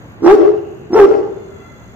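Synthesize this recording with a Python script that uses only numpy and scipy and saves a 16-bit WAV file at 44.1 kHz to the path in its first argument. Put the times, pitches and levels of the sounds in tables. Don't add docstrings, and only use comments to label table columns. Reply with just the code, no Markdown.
import sys
import numpy as np
from scipy import signal
from scipy.fft import rfft, irfft, next_fast_len
from scipy.io import wavfile
from scipy.ndimage import uniform_filter1d, map_coordinates

SR = 44100
rng = np.random.default_rng(int(sys.argv[2]) if len(sys.argv) > 2 else 0)


def unload_audio(sound):
    columns = np.transpose(np.atleast_2d(sound))
    steps = np.round(np.clip(columns, -1, 1) * 32767)
    wavfile.write(sys.argv[1], SR, steps.astype(np.int16))


def attenuation_scalar(level_db):
    decades = np.asarray(level_db, float) / 20
    return 10 ** decades


N = 85995
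TIME_S = np.arange(N) / SR

# (frequency [Hz], density [dB per Hz])
TOWN_SPECTRUM = [(25, -40.5), (45, -9), (62, -3.5), (120, -0.5), (440, -12.5), (1500, -20), (3000, -30.5),
                 (5200, -41)]
INSECT_SPECTRUM = [(5200, -64.5), (6000, -1), (6500, 5), (7200, -1.5), (8000, -12.5)]
HISS_SPECTRUM = [(4000, -4), (10000, -13.5), (12500, -6.5), (15000, -3)]
# (frequency [Hz], correlation [-1 to 1])
TOWN_CORRELATION = [(60, 0.29), (180, 0.99), (500, 0.69), (900, 0), (1500, -0.13), (3000, -0.77)]

# (time [s], pitch [Hz], level [dB], high overtones [dB])
CROW_NOTE = [
    (1.3, 702, -70, 0),
    (1.4, 703, -59, 1),
    (1.49, 699, -59, -4),
    (1.55, 678, -51, -9),
    (1.65, 681, -47, -7),
    (1.76, 681, -47, -11),
    (1.82, 681, -52, -9),
    (1.95, 682, -58, -9),
]
# (multiple of pitch [1], level [dB])
CROW_LOW_OVERTONES = [(2, -2.2), (3, -4.7)]
CROW_HIGH_OVERTONES = [(4, -7), (5, -5), (6, -12.5), (7, -20.5)]
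# (frequency [Hz], density [dB per Hz])
CROW_OPENING_SPECTRUM = [(2300, -25), (2550, -1), (2750, 0.5), (2950, -6), (3200, -26.5)]
SCUFF_SPECTRUM = [(2000, -24), (3500, -5), (4500, -3), (5500, -11), (8000, -28)]

# (time [s], half length [s], level [dB])
LIP_WHISTLES = [
    (0.258, 0.023, -39.5),
    (0.938, .006, -29.5),
]
# (centre [Hz], width [Hz], level [dB])
LIP_RESONANCE = [(5500, 280, 0)]
CHEST_RESONANCE = [(414.7, 250, 0)]
MOUTH_RESONANCES = [(778, 149, 8.5), (1150, 165, 1), (1340, 108, 2), (2130, 120, -16), (2500, 240, -29)]
# (frequency [Hz], density [dB per Hz])
TEETH_SPECTRUM = [(2500, -6.5), (4000, 3.5), (5500, 2), (7500, -1), (10000, -12), (13500, -12.5),
                  (16000, -13)]
# (time [s], pitch [Hz], level [dB], mouth opening [dB], roughness [0 to 1])
BARK_COURSES = [
    [(.195, 239.8, -50, -17, 0.78), (.228, 272, -22.5, -18.5, 1), (.246, 329.4, -11.5, -9.5, 0.4),
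     (.27, 339.3, -8.5, -6, 0.48), (.3, 384.3, -6.5, -3.5, 0.16), (.318, 405.5, -5, -5.5, 0),
     (.328, 421.5, -1, -23, 0), (.352, 417, -3, -25.5, 0.1), (.362, 410, -24.5, -12, 0.2)],
    [(.885, 200, -47, -18, 0.71), (.925, 249.9, -17, -14.5, 0.7), (.945, 370.9, -17.5, -4.5, .6),
     (.957, 442, -4.5, -13, 0.27), (.982, 452, -6, -8, 0.29), (.998, 401.4, -4, -9, 0.42),
     (1.012, 402.4, -4, -10, 0.14), (1.054, 392.1, -5, -15.5, 0.12), (1.068, 385, -44, -6, 0)],
]

# (delay [s], left level [dB], right level [dB])
REFLECTIONS = [(.004, -10.5, -3), (.013, -10, -13.5), (.024, -17, -18.5), (.043, -22, -20.5),
               (.082, -12.5, -17), (.115, -14, -25), (.152, -5, -10.5), (.24, -17, -14.5)]
# (frequency [Hz], level [dB])
WALL_COLOUR = [(250, -4), (332, 9), (405, -2.5), (600, 5.5), (800, -7), (2650, -4), (5500, -3),
               (12000, -9.5)]
# (frequency [Hz], time to fall 60 dB [s])
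REVERBERATION_TIME = [(150, 0.99), (400, 1), (1000, 0.95), (3000, 1), (8000, 0.53)]


def unit(x):
    return x / np.sqrt(np.mean(x ** 2) + 1e-20)


def even(x):
    return x / np.sqrt(np.abs(uniform_filter1d(x ** 2, SR // 40)) + 1e-9)


def along(points, hz, ends=None):
    point_hz, values = np.transpose(points)
    return np.interp(np.log(hz + 1), np.log(point_hz + 1), values, ends, ends)


def curves(rows):
    times, *columns = np.transpose(rows)
    return [np.interp(TIME_S, times, column) for column in columns]


def wobble(rate):
    knots = rng.standard_normal(int(N * rate / SR) + 4)
    return map_coordinates(knots, [np.arange(N) * rate / SR])


def filtered(x, response):
    size = next_fast_len(N + SR // 2)
    return irfft(rfft(x, size) * response(np.fft.rfftfreq(size, 1 / SR)), size)[..., :N]


def tract(peaks):
    def response(f):
        total = 0
        for k, (centre, width, db) in enumerate(peaks):
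            damping = 1j * f * width
            total = total + (-1) ** k * attenuation_scalar(db) * damping / (centre * centre - f * f + damping)
        return total
    return response


def rush(spectrum, alike, patchy_db):
    z = signal.stft(rng.standard_normal((2, N)), nperseg=512)[2]
    patches = uniform_filter1d(rng.standard_normal(z.shape[1:]), 5, 0)
    patches = uniform_filter1d(patches, 10, 1)
    pair = signal.istft(z * attenuation_scalar(patchy_db * unit(patches)), nperseg=512)[1][:, :N]

    def mid_side(hz):
        angle = np.arccos(np.clip(along(alike, hz), -1, 1)) / 2
        return attenuation_scalar(along(spectrum, hz, -120)) * [np.cos(angle), np.sin(angle)]

    mid, side = filtered(pair, mid_side)
    return unit(np.array([mid + side, mid - side]))


def background():
    town_db = -39 + 1.4 * wobble(1.6)
    town = attenuation_scalar(town_db) * rush(TOWN_SPECTRUM, TOWN_CORRELATION, patchy_db=0.5)
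    chirr_db = 3 * np.sin(2 * np.pi * 50.6 * TIME_S + wobble(8))
    insects_db = -62 + 1.4 * wobble(2.5) + chirr_db
    insects = attenuation_scalar(insects_db) * rush(INSECT_SPECTRUM, [(6000, 0.26)], patchy_db=0.0)
    hiss = attenuation_scalar(-66.5) * rush(HISS_SPECTRUM, [(6000, 0.064)], patchy_db=2.1)
    return town, insects + hiss


def crow_opening():
    centre_s, half_s = 0.57, 0.34
    swell = np.exp(-((TIME_S - centre_s) / half_s) ** 4)
    return attenuation_scalar(-59 + 2.6 * wobble(35)) * swell * rush(CROW_OPENING_SPECTRUM, [(2700, .4)], patchy_db=1.1)


def rooster():
    pitch_hz, level_db, high_db = curves(CROW_NOTE)
    phase = 2 * np.pi * np.cumsum(pitch_hz * (1 + .002 * wobble(67))) / SR

    def overtones(rows):
        ports = []
        for _ in range(2):
            total = 0
            for multiple, db in rows:
                flutter = attenuation_scalar(db + 5 * wobble(70))
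                total = total + flutter * np.sin(round(multiple) * phase + 1.2 * wobble(71))
            ports.append(total)
        return np.array(ports)

    crow = overtones(CROW_LOW_OVERTONES) + attenuation_scalar(high_db) * overtones(CROW_HIGH_OVERTONES)
    return attenuation_scalar(level_db) * crow * (TIME_S > CROW_NOTE[0][0])


def paw_scuff():
    centre_s, half_s = 0.35, 0.025
    stroke = np.exp(-((TIME_S - centre_s) / half_s) ** 2)
    return attenuation_scalar(-53) * stroke * rush(SCUFF_SPECTRUM, [(4000, .4)], patchy_db=-6.0)


def lips():
    air = unit(filtered(rng.standard_normal(N), lambda f: tract(LIP_RESONANCE)(f) ** 2))
    return air * sum(attenuation_scalar(db) * np.exp(-((TIME_S - s) / half) ** 2) for s, half, db in LIP_WHISTLES)


def bark(rows):
    pitch_hz, level_db, mouth_db, rough = curves(rows)
    rough = np.clip(rough, 0, 1)

    cycles = np.cumsum(pitch_hz * (1 + 0.0609 * rough * wobble(250))) / SR
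    phase = 2 * np.pi * cycles
    growl = np.cos(2 * np.pi * np.cumsum(110.52 * (1 + 0.1912 * wobble(40))) / SR)
    uneven = attenuation_scalar(4.5 * rough * wobble(200))
    uneven *= 1 + 0.87 * rough * np.cos(np.pi * cycles)
    uneven *= 1 + 0.96 * rough * growl

    glottis = (.5 + .5 * np.cos(phase)) ** 2
    snaps = unit(glottis ** 12 - np.mean(glottis ** 12))
    air = unit(glottis * rng.standard_normal(N))

    hoarse_hz = 140.3
    hoarse = wobble(hoarse_hz) * np.cos(phase) + wobble(hoarse_hz) * np.sin(phase)
    chest_drive = np.sin(phase) + 0.81 * rough * hoarse
    chest = even(filtered(uneven * chest_drive, tract(CHEST_RESONANCE)))

    breath = attenuation_scalar(7.5) * 4 * (rough + 0.23) * air
    mouth_top_hz = 4150
    mouth = even(filtered(uneven * (snaps + breath),
                          lambda f: tract(MOUTH_RESONANCES)(f) / (1 + 1j * f / mouth_top_hz) ** 2))

    teeth_drive = np.sqrt(np.abs(uneven)) * (air + rng.standard_normal(N))
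    teeth = unit(filtered(teeth_drive, lambda f: attenuation_scalar(along(TEETH_SPECTRUM, f, -120))))

    voice = chest + attenuation_scalar(mouth_db) * mouth
    voice += attenuation_scalar(-31.5 + 0.26 * mouth_db) * teeth
    voice += attenuation_scalar(-17) * rough ** 2 * growl
    return voice * attenuation_scalar(level_db) * (TIME_S > rows[0][0]) * (TIME_S < rows[-1][0])


def yard(x):
    spread_s = rng.uniform(-1.018, 1, (len(REFLECTIONS), 2)) * 0.002047
    port_lag_s, slap_top_hz, slap_dulls = -.00008, 14000, 5

    def colour(f):
        return attenuation_scalar(along(WALL_COLOUR, f))

    def paths(f):
        ports = []
        for port in (0, 1):
            direct = np.exp(-2j * np.pi * f * port_lag_s * port)
            slaps = 0
            for k, row in enumerate(REFLECTIONS):
                loss = 1 + 1j * f / slap_top_hz * (1 + slap_dulls * row[0]) ** 2
                delay = np.exp(-2j * np.pi * f * (row[0] + spread_s[k, port]))
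                slaps = slaps + attenuation_scalar(row[1 + port]) / loss * delay
            ports.append(direct + colour(f) * slaps)
        return np.array(ports)

    hz, t, z = signal.stft(rng.standard_normal((3, SR)), SR, nperseg=256)
    decay = attenuation_scalar(-60 * t / along(REVERBERATION_TIME, hz)[:, None])
    tail = signal.istft(z * decay, SR, nperseg=256)[1]
    tail = 0.66 * tail[2] + tail[:2]
    tail = tail / np.linalg.norm(tail[0])
    delayed = np.pad(x, (SR // 30, 0))[None]
    late = signal.fftconvolve(delayed, tail, axes=1)[:, :N]
    return filtered(x, paths) + attenuation_scalar(-6) * filtered(late, colour)


def scene():
    dog = sum(yard(bark(rows)) for rows in BARK_COURSES) + yard(lips())
    loud = np.sqrt(np.abs(uniform_filter1d(dog[0] ** 2, int(.2 * SR))))
    town, high = background()
    duck = attenuation_scalar(-5 * loud / (loud + 0.07))
    return dog + rooster() + town + high * duck + crow_opening() + paw_scuff()


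def roll_off(x):
    return signal.sosfilt(signal.butter(12, 15700, fs=SR, output="sos"), x)


def record(dry):
    x = dry * attenuation_scalar(0.98)
    x = x + .007 * x ** 2
    ceiling, hardness = 1.0, 14
    x = x / (1 + np.abs(x / ceiling) ** hardness) ** (1 / hardness)
    mix = np.clip(filtered(x, lambda hz: hz < 15700), -1, 1)
    return roll_off(mix)


dry = scene()
out = record(dry)
unload_audio(out)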